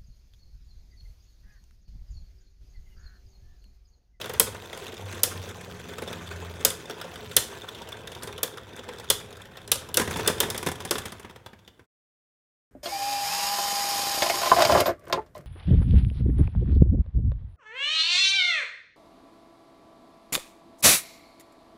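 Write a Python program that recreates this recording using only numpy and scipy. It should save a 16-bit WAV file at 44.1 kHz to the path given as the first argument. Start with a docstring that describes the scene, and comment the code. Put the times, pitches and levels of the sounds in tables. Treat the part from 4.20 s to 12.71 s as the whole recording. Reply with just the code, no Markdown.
"""Tips grind and chatter on thin plastic, then rims clash: two spinning tops circle in a dish in a small room.
Dense micro-impacts make the grinding, short noise bursts the skips, and ringing modes the metal of the rims;
the dish hums as a sinking sine with its octave, and rumbles as low filtered impacts. One top keels over,
knocks and scrapes to rest, the other nudges it ever more weakly, and the sound fades to silence."""
import sys
import numpy as np
from scipy import signal
from scipy.fft import rfft, irfft, next_fast_len
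from scipy.io import wavfile
from scipy.ndimage import uniform_filter1d, map_coordinates

SR = 44100
rng = np.random.default_rng(int(sys.argv[2]) if len(sys.argv) > 2 else 0)


def bounce(signal):
    """Save signal as a 16-bit WAV file at the path given by the first command-line argument."""
    frames = np.transpose(np.atleast_2d(signal))
    limited = np.clip(frames, -1, 1)
    pcm = np.round(limited * 32767).astype(np.int16)
    wavfile.write(sys.argv[1], SR, pcm)


N = 375291

# Levels in the tables are relative: each layer adds its own trim.
# faint steady noise around the tops: (frequency [Hz], density [dB per Hz])
AIR_SPECTRUM = [(20, -14.5), (90, 0), (300, -5), (1000, -12), (4000, -25), (15000, -30.5)]
# decay of the room: (frequency [Hz], t60 [s])
ROOM_DECAY = [(100, 0.96), (500, 0.49), (3000, 0.36), (8000, 0.23), (15000, 0.17)]
# final fade: (time [s], level [dB])
FADE_LEVEL = [(0, -3), (7.62, -2.5), (7.655, -10), (7.68, -74), (7.72, -140)]
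TOP_HZ = 16100  # the band ends here

# whirr of the fast, unbalanced top: (time [s], pitch [Hz])
WHIRR_PITCH_CURVE = [(0, 101), (0.95, 96.5), (1.2, 91.5), (1.6, 87.7), (2.7, 85)]
# loudness of its fundamental: (time [s], level [dB])
WHIRR_LEVEL_CURVE = [(0.0, -55), (0.31, -42.5), (0.49, -58), (0.7, -71), (0.85, -36), (1.06, -45),
                     (1.19, -35), (1.23, -44), (1.88, -52), (2.15, -39.5), (2.5, -43.5), (2.75, -58)]
WHIRR_END_S, WHIRR_FADE_DB_PER_S = 2.3, 20  # the whirr dies away from here

# low rumble of the dish: (time [s], level [dB])
RUMBLE_LEVEL_CURVE = [(0, -56.5), (0.25, -50), (0.6, -62.5), (0.9, -53.5), (2.3, -54), (2.75, -61),
                      (3.15, -52.5), (3.4, -59), (4.0, -54), (4.55, -60), (4.9, -54), (5.35, -58.5),
                      (6.1, -45.5), (6.4, -57), (6.9, -58), (7.55, -72)]
# colour of rumble and shudder: (frequency [Hz], density [dB per Hz])
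RUMBLE_SPECTRUM = [(20, -49.5), (45, -17), (68, -9.5), (90, -3.5), (112, -4.5), (145, -14), (220, -14.5),
                   (400, -33.5), (1000, -78.5)]
# the whole dish shakes after a blow
SHUDDER_DB, SHUDDER_RISE_S, SHUDDER_T60_S = 2.5, 0.0053, 0.15
SHUDDER_GROWS = 0.55  # dB per dB of the blow: soft blows are the deepest

# resonances of the thin dish: (centre [Hz], width [Hz], level [dB])
DISH_MODES = [(174, 15, 6), (233.7, 14, 10.5), (362, 30, 2.5), (394, 130, -2), (517, 29, 2.5),
              (595, 97, -30.5), (920, 190, -4), (1637, 78, -4.5), (1720, 62, -4.5), (2700, 190, -7.5),
              (3543, 140, -19.5)]
# ringing of the metal rims: (frequency [Hz], level [dB], t60 [s])
RIM_MODES = [(3320, 2, 0.098), (4117, 3.5, 0.16), (4680, -5, .07), (5000, 1, 0.054), (6100, -6, 0.12),
             (7450, -3.5, .08), (7800, -6, 0.088), (9800, 1.5, 0.069), (10180, 0.5, 0.12),
             (12470, -5.5, 0.16), (14200, -4.5, .09), (15100, -8, .08)]

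# how hard the tops bear on the dish: (time [s], grinding level [dB], rubbing level [dB])
CONTACT_LEVELS = [(0.0, -45, -48.5), (0.14, -41.5, -47), (0.34, -45.5, -51.5), (0.86, -42.5, -52),
                  (1.05, -40, -47), (1.53, -45, -51), (1.83, -41, -52), (2.61, -44.5, -51),
                  (2.78, -43, -57.5), (3.22, -44.5, -46), (3.83, -44, -64), (4.2, -45.5, -78),
                  (4.33, -48, -63), (4.61, -45.5, -66), (4.86, -44, -59.5), (5.05, -46.5, -68),
                  (5.3, -49.5, -74), (5.47, -48, -66), (5.76, -47, -65.5), (5.95, -34.5, -38),
                  (6.31, -38.5, -53.5), (6.45, -47, -51), (6.77, -42.5, -58), (6.98, -50, -64),
                  (7.51, -70, -84), (7.55, -72, -101)]
# a tip skids across the dish: (start [s], length [s], rise of the rubbing [dB])
TIP_SKIDS = [(0.52, 0.19, 5), (0.84, 0.17, 5.5), (1.7, 0.36, 1.5)]
SKID_GRIND_SHARE = 0.32  # part of that rise which the grinding takes
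# the tops rock ever more slowly as they lose speed: (time [s], rate [turns per second])
SPIN_RATE = [(0, 21.6), (0.6, 22.4), (1.8, 21.1), (4.8, 19.5), (6.8, 15), (7.5, 9.9)]
SKIPS_END_S = 5.7  # here the slower top keels over
LEAN_DB_PER_S = 0.63  # skips and chatter grow as the tops lean
CHATTER_SWAY_DB = 5.5  # the tips chatter most at one point of each turn

# colour of tips dragging on plastic: (frequency [Hz], density [dB per Hz])
GRIT_SPECTRUM = [(60, -35), (150, -2.5), (240, -4), (290, -9.5), (415, 9), (520, -1), (680, -0.5),
                 (1000, -7.5), (1230, -11), (1550, -6), (2200, -13.5), (3400, -11), (4300, -23),
                 (15500, -35)]
# colour of the bright rubbing: (frequency [Hz], density [dB per Hz])
SCRAPE_SPECTRUM = [(1500, -40), (4000, -5), (6000, 14.5), (10000, 1.5), (15500, -12)]
# colour of a tip in its socket: (frequency [Hz], density [dB per Hz])
TIP_SPECTRUM = [(500, -24.5), (1500, -3), (2300, -18.5), (3000, -12), (3570, 2), (4050, -15.5), (6000, -14),
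                (10000, -20.5), (15500, -29.5)]
# colour of a tip catching on a scratch: (frequency [Hz], density [dB per Hz])
TICK_SPECTRUM = [(400, -7), (1500, -4), (3300, 2), (4500, -2), (7000, -23), (15000, -11.5)]
# colour of the metal's crack: (frequency [Hz], density [dB per Hz])
CRACK_SPECTRUM = [(300, -38.5), (2500, -16.5), (5000, 5), (7500, 4.5), (10000, 6.5), (12500, -2),
                  (15200, -3.5), (16500, -36.5)]
# colour of the plastic's clack: (frequency [Hz], density [dB per Hz])
CLACK_SPECTRUM = [(300, -16), (1200, -12.5), (2100, -17), (2900, -5), (3500, 1), (4100, -10), (5500, -10.5),
                  (9000, -22)]
# colour of the dish under taps and clashes: (frequency [Hz], density [dB per Hz])
THUD_SPECTRUM = [(40, -22), (100, -11.5), (250, -3.5), (480, 14.5), (750, 2.5), (1600, 6), (2600, -1.5),
                 (6000, -47.5)]
# colour of the dish under the fallen top: (frequency [Hz], density [dB per Hz])
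SLAP_SPECTRUM = [(40, -15), (95, 1), (140, 0.5), (230, 3), (300, -3), (390, 2), (520, -1), (630, -7),
                 (790, -3.5), (980, -2), (1250, -7.5), (1700, -5), (2600, -13), (6000, -45)]
# colour of sharp rim teeth: (frequency [Hz], density [dB per Hz])
SIZZLE_SPECTRUM = [(3000, -44), (8500, -6), (11500, -1), (12500, -4.5), (15200, -2), (16200, -24)]

# hardest landings of the upright tops: (time [s], tick [dB], dish thud [dB], clack [dB])
TIP_TAPS = [(0.0425, -35, -29, -43), (0.3459, -34, -33.5, -45), (0.5292, -35, -29.5, -40),
            (0.5743, -28, -38, -44), (0.6655, -34, -55, -40), (0.7403, -35, -52, -43),
            (0.9259, -29, -31, -43), (1.1111, -34, -35, -45), (1.2898, -33, -38.5, -45),
            (1.6889, -38, -38, -44), (1.7824, -30, -32, -38), (1.8203, -30, -30.5, -38),
            (1.875, -35, -29, -40), (1.928, -30.5, -34.5, -36), (2.4084, -37, -36, -43),
            (2.5024, -15.5, -28.5, -38), (2.6973, -27.5, -30.5, -41.5), (2.7078, -43, -54, -36),
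            (2.813, -30, -32, -35), (2.9565, -36, -36, -41.5), (3.1151, -35.5, -39, -43),
            (3.4876, -37, -39, -39), (3.5472, -43, -48, -43.5), (3.6176, -39, -45, -41),
            (3.6879, -31, -38.5, -44), (3.7199, -35, -36.5, -42), (3.873, -31, -34.5, -40),
            (3.9173, -36, -42, -41), (3.9487, -47, -54, -37.5), (4.0222, -37, -45, -39.5),
            (4.126, -39, -36.5, -46), (4.1786, -30, -33.5, -40), (4.3725, -37, -37, -43),
            (4.563, -32, -38.5, -53), (4.5908, -44, -38, -43.5), (4.6877, -36, -32.5, -41),
            (4.7975, -39, -44.5, -39), (5.1262, -43, -44.5, -44.5), (5.1686, -36, -41, -48.5),
            (5.2165, -37, -45.5, -48.5), (5.254, -44, -43.5, -48), (5.3694, -53, -37.5, -41),
            (5.4763, -27.5, -41.5, -44), (5.555, -24.5, -32, -36), (5.6885, -32.5, -38, -47)]
# the fallen top is jostled and its rim knocks: (time [s], tick [dB], dish thud [dB], clack [dB])
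FALLEN_KNOCKS = [(5.797, -14, -25, -30), (5.8143, -19, -27, -40), (5.875, -27, -31.5, -36),
                 (5.9084, -20.5, -30.5, -39), (5.9588, -27, -30, -38), (5.9695, -21, -38, -52),
                 (5.9942, -23, -29, -42), (6.0991, -22, -30.5, -39), (6.2305, -23, -28.5, -31),
                 (6.3451, -25, -33, -38.5), (6.4275, -23, -34, -41), (6.4626, -17.5, -28.5, -39),
                 (6.4693, -19, -27, -30.5), (6.4855, -20, -30, -37), (6.5153, -21, -38, -41),
                 (6.555, -33, -51, -48), (6.6028, -29, -38, -40.5), (6.65, -20, -34.5, -38),
                 (6.7536, -29, -32, -33), (6.7819, -18, -35, -32.5), (6.8543, -22, -35.5, -36),
                 (6.9202, -28.5, -42, -43), (6.996, -33, -46, -59), (7.0467, -43, -41, -49),
                 (7.0961, -45, -48, -49), (7.1593, -45, -47.5, -49.5), (7.2606, -39, -43, -43.5),
                 (7.3309, -55, -47.5, -56), (7.3894, -69, -63, -56.5), (7.4763, -67, -52, -46.5),
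                 (7.5932, -56, -52, -59.5)]
# rims graze and clash: (time [s], crack [dB], dish thud [dB], clack [dB], sizzle [dB], dish note [Hz])
RIM_CLASHES = [(0.0129, -38.5, -39.5, -31.5, -46.5, 616), (0.0572, -37.5, -35, -39.5, -42, 400),
               (0.0945, -27.5, -31.5, -39, -42, 510), (0.136, -29.5, -33.5, -40, -39, 420),
               (0.197, 0, -22, -19.5, -8.5, 460), (1.0331, -2, -28.5, -22.5, -13.5, 493),
               (2.4489, 0.5, -21, -22, -13, 543), (3.1651, 1, -23, -15.5, -13.5, 532),
               (4.0319, -22, -40, -42, -53, 390), (4.072, -29, -37, -42, -50, 390),
               (4.2308, -12.5, -29.5, -25, -20.5, 514), (4.9009, -2.5, -23.5, -16.5, -17, 412),
               (5.5165, -4, -31, -16.5, -15.5, 471), (5.7424, -17, -39, -27.5, -27.5, 380),
               (5.7707, -2, -19, -21.5, -21, 516), (6.0751, -4.5, -20.5, -21, -23, 416),
               (6.2024, -6.5, -25, -20.5, -19.5, 441), (6.3011, -16, -32, -32.5, -33, 400),
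               (6.3774, -17.5, -35, -35.5, -39, 358), (6.7089, -8, -21.5, -25, -27.5, 350)]


def amp(db):
    """Decibels to gain."""
    return 10 ** (np.asarray(db) / 20)


def unit(x):
    """Scale to rms 1."""
    return x / np.sqrt(np.mean(x ** 2) + 1e-20)


def along(points, hz):
    """Read (frequency, value) points on a log frequency axis."""
    f, values = np.transpose(points)
    return np.interp(np.log(hz + 1), np.log(f), values)


def curves(rows):
    """One value per sample for each column after the time."""
    s, *columns = np.transpose(rows)
    return [np.interp(np.arange(N) / SR, s, column) for column in columns]


def wobble(rate):
    """A smooth random curve, rate knots a second."""
    knots = rng.standard_normal(int(N * rate / SR) + 4)
    return map_coordinates(knots, [np.arange(N) * rate / SR])


def filtered(x, response):
    """Shape x by a complex response of frequency."""
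    m = 2 * next_fast_len(N // 2 + SR // 4)
    return irfft(rfft(x, m) * response(np.fft.rfftfreq(m, 1 / SR)), m)[:N]


def coloured(x, points, size=4096):
    """Causal minimum-phase filter of energy 1 with the given spectrum."""
    cepstrum = irfft(np.log(amp(along(points, np.fft.rfftfreq(size, 1 / SR)))))
    # folding the cepstrum puts the energy as early as possible
    cepstrum[1:size // 2] *= 2
    cepstrum[size // 2 + 1:] = 0
    kernel = irfft(np.exp(rfft(cepstrum)))
    return signal.oaconvolve(x, kernel / np.linalg.norm(kernel))[:N]


def add(track, s, sound):
    """Mix a sound into the track at time s."""
    part = track[max(round(s * SR), 0):][:len(sound)]
    part += sound[:len(part)]


def burst(t, rise, t60):
    """A swelling, dying rush of tiny impacts, of energy 1."""
    x = rng.standard_normal(len(t)) * (1 - np.exp(-t / rise)) * amp(-60 * t / t60)
    return x / np.linalg.norm(x)


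def grains(rate, spread_db):
    """Random micro-impacts of uneven size, rms 1."""
    hits = rng.random(N) < rate / SR
    signs = rng.choice([-1, 1], N)
    sizes = amp(spread_db * np.clip(rng.standard_normal(N), -2, 2))
    return unit(hits * signs * sizes)


def wandering(x, depth_db):
    """A moving contact drives ever different resonances: the colour shifts from moment to moment."""
    z = signal.stft(x, nperseg=256)[2]
    field = uniform_filter1d(rng.standard_normal(z.shape), size=3, axis=0)  # smooth over frequency
    field = uniform_filter1d(field, size=5, axis=1)  # and over time
    gain = unit(amp(depth_db * np.clip(unit(field), -2, 2)))
    return signal.istft(z * gain, nperseg=256)[1][:N]


def turns():
    """Turns made since the start."""
    return np.cumsum(curves(SPIN_RATE)[0]) / SR


def contact():
    """Levels of grinding and rubbing in dB; each skid swells and sinks over them."""
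    t = np.arange(N) / SR
    skid_db = sum(db * np.sin(np.pi * np.clip((t - s) / length, 0, 1)) for s, length, db in TIP_SKIDS)
    grind_db, rub_db = curves(CONTACT_LEVELS)
    return grind_db + SKID_GRIND_SHARE * skid_db, rub_db + skid_db


def air():
    """The faint steady noise is coloured white noise."""
    return amp(-63.0) * unit(coloured(rng.standard_normal(N), AIR_SPECTRUM))


def room(x, count=3):
    """The room answers with noise tails that crossfade as the tops wander; the treble dies first."""
    wet, t = np.zeros(N), np.arange(N) / SR
    for k in range(count):
        hz, age, z = signal.stft(rng.standard_normal(SR // 2), SR, nperseg=256)
        decay = amp(-60 * age / along(ROOM_DECAY, hz)[:, None])
        onset = 1 - np.exp(-age / 0.0039)
        tail = signal.istft(z * decay * onset, SR, nperseg=256)[1]
        share = np.cos(np.pi * (0.6004 * t + k / count)) * np.sqrt(2 / count)
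        wet += signal.oaconvolve(x * share, tail / np.linalg.norm(tail))[:N]
    return wet


def shudder():
    """Each clash and knock shakes the whole dish, which answers with a low thump."""
    shake, t = np.zeros(N), np.arange(SR // 3) / SR
    for s, _, kick_db, *_ in [*RIM_CLASHES, *FALLEN_KNOCKS]:
        level = amp(SHUDDER_GROWS * kick_db + SHUDDER_DB)
        add(shake, s, level * burst(t, SHUDDER_RISE_S, SHUDDER_T60_S))
    return coloured(shake, RUMBLE_SPECTRUM)


def rumble():
    """The dish rumbles under the tops: dense micro-impacts heard through its low end."""
    rolling = unit(coloured(grains(rate=1200, spread_db=3.5), RUMBLE_SPECTRUM))
    return amp(curves(RUMBLE_LEVEL_CURVE)[0] + 8.5) * rolling


def whirr(octave_db=-46, dish_hz=173, half_width_hz=6):
    """The unbalanced top shakes the dish at a sinking pitch; its octave swells as it slides into a dish resonance."""
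    (hz,), (db,) = curves(WHIRR_PITCH_CURVE), curves(WHIRR_LEVEL_CURVE)
    phase = 2 * np.pi * np.cumsum(hz * (1 + 0.0056 * wobble(28))) / SR
    resonance = 1 / np.hypot(1, (2 * hz - dish_hz) / half_width_hz)
    octave = resonance * amp(octave_db + 1.5 * wobble(7.9)) * np.sin(2 * phase)
    release = amp(-WHIRR_FADE_DB_PER_S * np.maximum(np.arange(N) / SR - WHIRR_END_S, 0))
    return release * (amp(db + 3.5) * np.sin(phase) + octave)


def dish(x):
    """The thin plastic dish rings in its resonances, a sum of band-passes of alternating sign."""
    def response(f):
        total = 0
        for k, (centre, width, db) in enumerate(DISH_MODES):
            damping = 1j * f * width
            total = total + (-1) ** k * amp(db) * damping / (centre * centre - f * f + damping)
        return total
    return filtered(x, response)


def grinding():
    """Tips drag and rub over the plastic; the leaning tops press harder once a turn."""
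    grind_db, rub_db = contact()
    pressure = amp(0.7 * np.cos(2 * np.pi * turns()) + 2.42 * wobble(70))
    drag = pressure * grains(rate=1400, spread_db=0)
    grit = amp(grind_db + 1.5) * unit(coloured(drag, GRIT_SPECTRUM))
    hum = amp(grind_db - 5.0) * unit(dish(drag))
    scrape = unit(coloured(pressure * grains(rate=3000, spread_db=3), SCRAPE_SPECTRUM))
    return grit + hum + amp(rub_db - 4.5) * scrape


def ticking(per_second=220, spread_db=7, level_db=-1):
    """The tips catch on scratches: crisp ticks that come and go with the rubbing."""
    ticks = coloured(grains(per_second, spread_db), TICK_SPECTRUM)
    return amp(contact()[1] + level_db) * unit(wandering(ticks, depth_db=1.5))


def chatter(per_second=130, t60=0.011, spread_db=6, level_db=-10.5):
    """Tiny hops of the tips: each is a short rattle, coloured by the tip in its socket."""
    hops, t = np.zeros(N), np.arange(SR // 25) / SR
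    times = np.flatnonzero(rng.random(N) < per_second / SR) / SR
    for s, size in zip(times, np.clip(rng.standard_normal(len(times)), -2, 2)):
        add(hops, s, amp(spread_db * size) * burst(t, 0.0019, t60))
    lean_db = LEAN_DB_PER_S * np.minimum(np.arange(N) / SR, SKIPS_END_S)
    sway_db = CHATTER_SWAY_DB * np.cos(2 * np.pi * turns())
    return amp(contact()[0] + lean_db + sway_db + level_db) * unit(coloured(hops, TIP_SPECTRUM))


def strikes(rows, body, rise, crack_t60, clack_t60, thud_t60,
            crack_db, ring_db, clack_db, thud_db, dish_db, vary_db):
    """Each contact cracks and rings the metal, clacks the plastic and kicks the dish, whose colour is body."""
    crack, ring, clack, thud = np.zeros((4, N))
    t = np.arange(SR // 3) / SR
    hz, mode_db, t60 = np.transpose(RIM_MODES)[:, :, None]
    for s, metal_db, kick_db, body_db, *_ in rows:
        # every contact meets the rims at a new spot, so the modes change in strength
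        sizes = amp(mode_db + vary_db * rng.standard_normal(hz.shape) - 60 * t / t60)
        modes = np.sum(sizes * np.sin(2 * np.pi * (hz * t + rng.random(hz.shape))), axis=0)
        add(ring, s, amp(metal_db + ring_db) * modes / np.linalg.norm(modes))
        add(crack, s, amp(metal_db + crack_db) * burst(t, rise, crack_t60))
        # the soft plastic answers more slowly than the metal
        add(clack, s, amp(body_db + clack_db) * burst(t, 2 * rise, clack_t60))
        add(thud, s, amp(kick_db) * burst(t, 2 * rise, thud_t60))
    metal = ring + coloured(crack, CRACK_SPECTRUM)
    plastic = coloured(clack, CLACK_SPECTRUM)
    return metal + plastic + amp(thud_db) * coloured(thud, body) + amp(dish_db) * dish(thud)


def skips(tick_db=6, thud_db=-4, clack_db=-11, spread_db=4.5, jitter_s=0.0043):
    """Once a turn a tip hops, harder as the top bears down and leans: rows laid out as in TIP_TAPS."""
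    at = np.flatnonzero(np.diff(np.floor(turns())))
    late, size, edge = np.clip(rng.standard_normal((len(at), 3)), -1.6, 1.6).T
    grind_db, rub_db = contact()
    s = at / SR + jitter_s * late
    force_db = grind_db[at] + spread_db * size
    lean_db = LEAN_DB_PER_S * s
    ticks = rub_db[at] + lean_db + tick_db + 3 * edge
    rows = np.column_stack([s, ticks, force_db + thud_db, force_db + lean_db + clack_db])
    return rows[s < SKIPS_END_S]


def taps():
    """Tips skip and land on the dish with a short dry tick."""
    return strikes([*TIP_TAPS, *skips()], THUD_SPECTRUM,
                   rise=0.0008, crack_t60=0.02, clack_t60=0.036, thud_t60=0.055,
                   crack_db=12, ring_db=-6, clack_db=27.5, thud_db=23.5, dish_db=25, vary_db=5)


def knocks():
    """The whole weight of the fallen top lands on the dish: a deeper, broader blow that hardly rings the metal."""
    return strikes(FALLEN_KNOCKS, SLAP_SPECTRUM,
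                   rise=0.0006, crack_t60=0.045, clack_t60=0.047, thud_t60=0.059,
                   crack_db=12.5, ring_db=-4, clack_db=26.5, thud_db=31.5, dish_db=20, vary_db=4.5)


def clashes():
    """Toothed rims rake over each other for a few milliseconds; the dish booms at a note set by where they stand."""
    sizzle, wash, boom = np.zeros((3, N))
    t = np.arange(SR // 3) / SR
    for s, metal_db, kick_db, _, sizzle_db, note_hz in RIM_CLASHES:
        add(sizzle, s, amp(sizzle_db + 26) * burst(t, rise=0.0006, t60=0.014))
        # a dense rattling wash follows each crack and dies away slowly
        add(wash, s, amp(metal_db + 3) * burst(t, rise=0.0057, t60=0.28))
        swell = amp(kick_db + 3.5 - 60 * t / 0.068) * (1 - np.exp(-t / 0.0008))
        add(boom, s, swell * np.sin(2 * np.pi * note_hz * t))
    blows = strikes(RIM_CLASHES, THUD_SPECTRUM,
                    rise=0.0013, crack_t60=0.024, clack_t60=0.037, thud_t60=0.096,
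                    crack_db=13, ring_db=-0.5, clack_db=27, thud_db=27.0, dish_db=27.5, vary_db=8)
    return blows + coloured(sizzle, SIZZLE_SPECTRUM) + coloured(wash, CRACK_SPECTRUM) + boom


def scene():
    """Tops and dish, with the room and its faint steady noise around them."""
    tips = wandering(taps() + grinding() + chatter(), depth_db=3.5)
    tops = clashes() + knocks() + ticking() + tips
    low_end = rumble() + shudder() + whirr()
    return (tops + amp(-12.0) * room(tops) + low_end + air())[None]


def record(dry):
    """The hardest peaks are rounded off, the sound fades out, and the band ends steeply."""
    rounded = dry[0] / (1 + np.abs(dry[0] / 1.1) ** 4) ** (1 / 4)
    faded = rounded * amp(curves(FADE_LEVEL)[0])
    return filtered(faded, lambda hz: 1 / np.sqrt(1 + (hz / TOP_HZ) ** 160))[None]


dry = scene()
out = record(dry)
bounce(out)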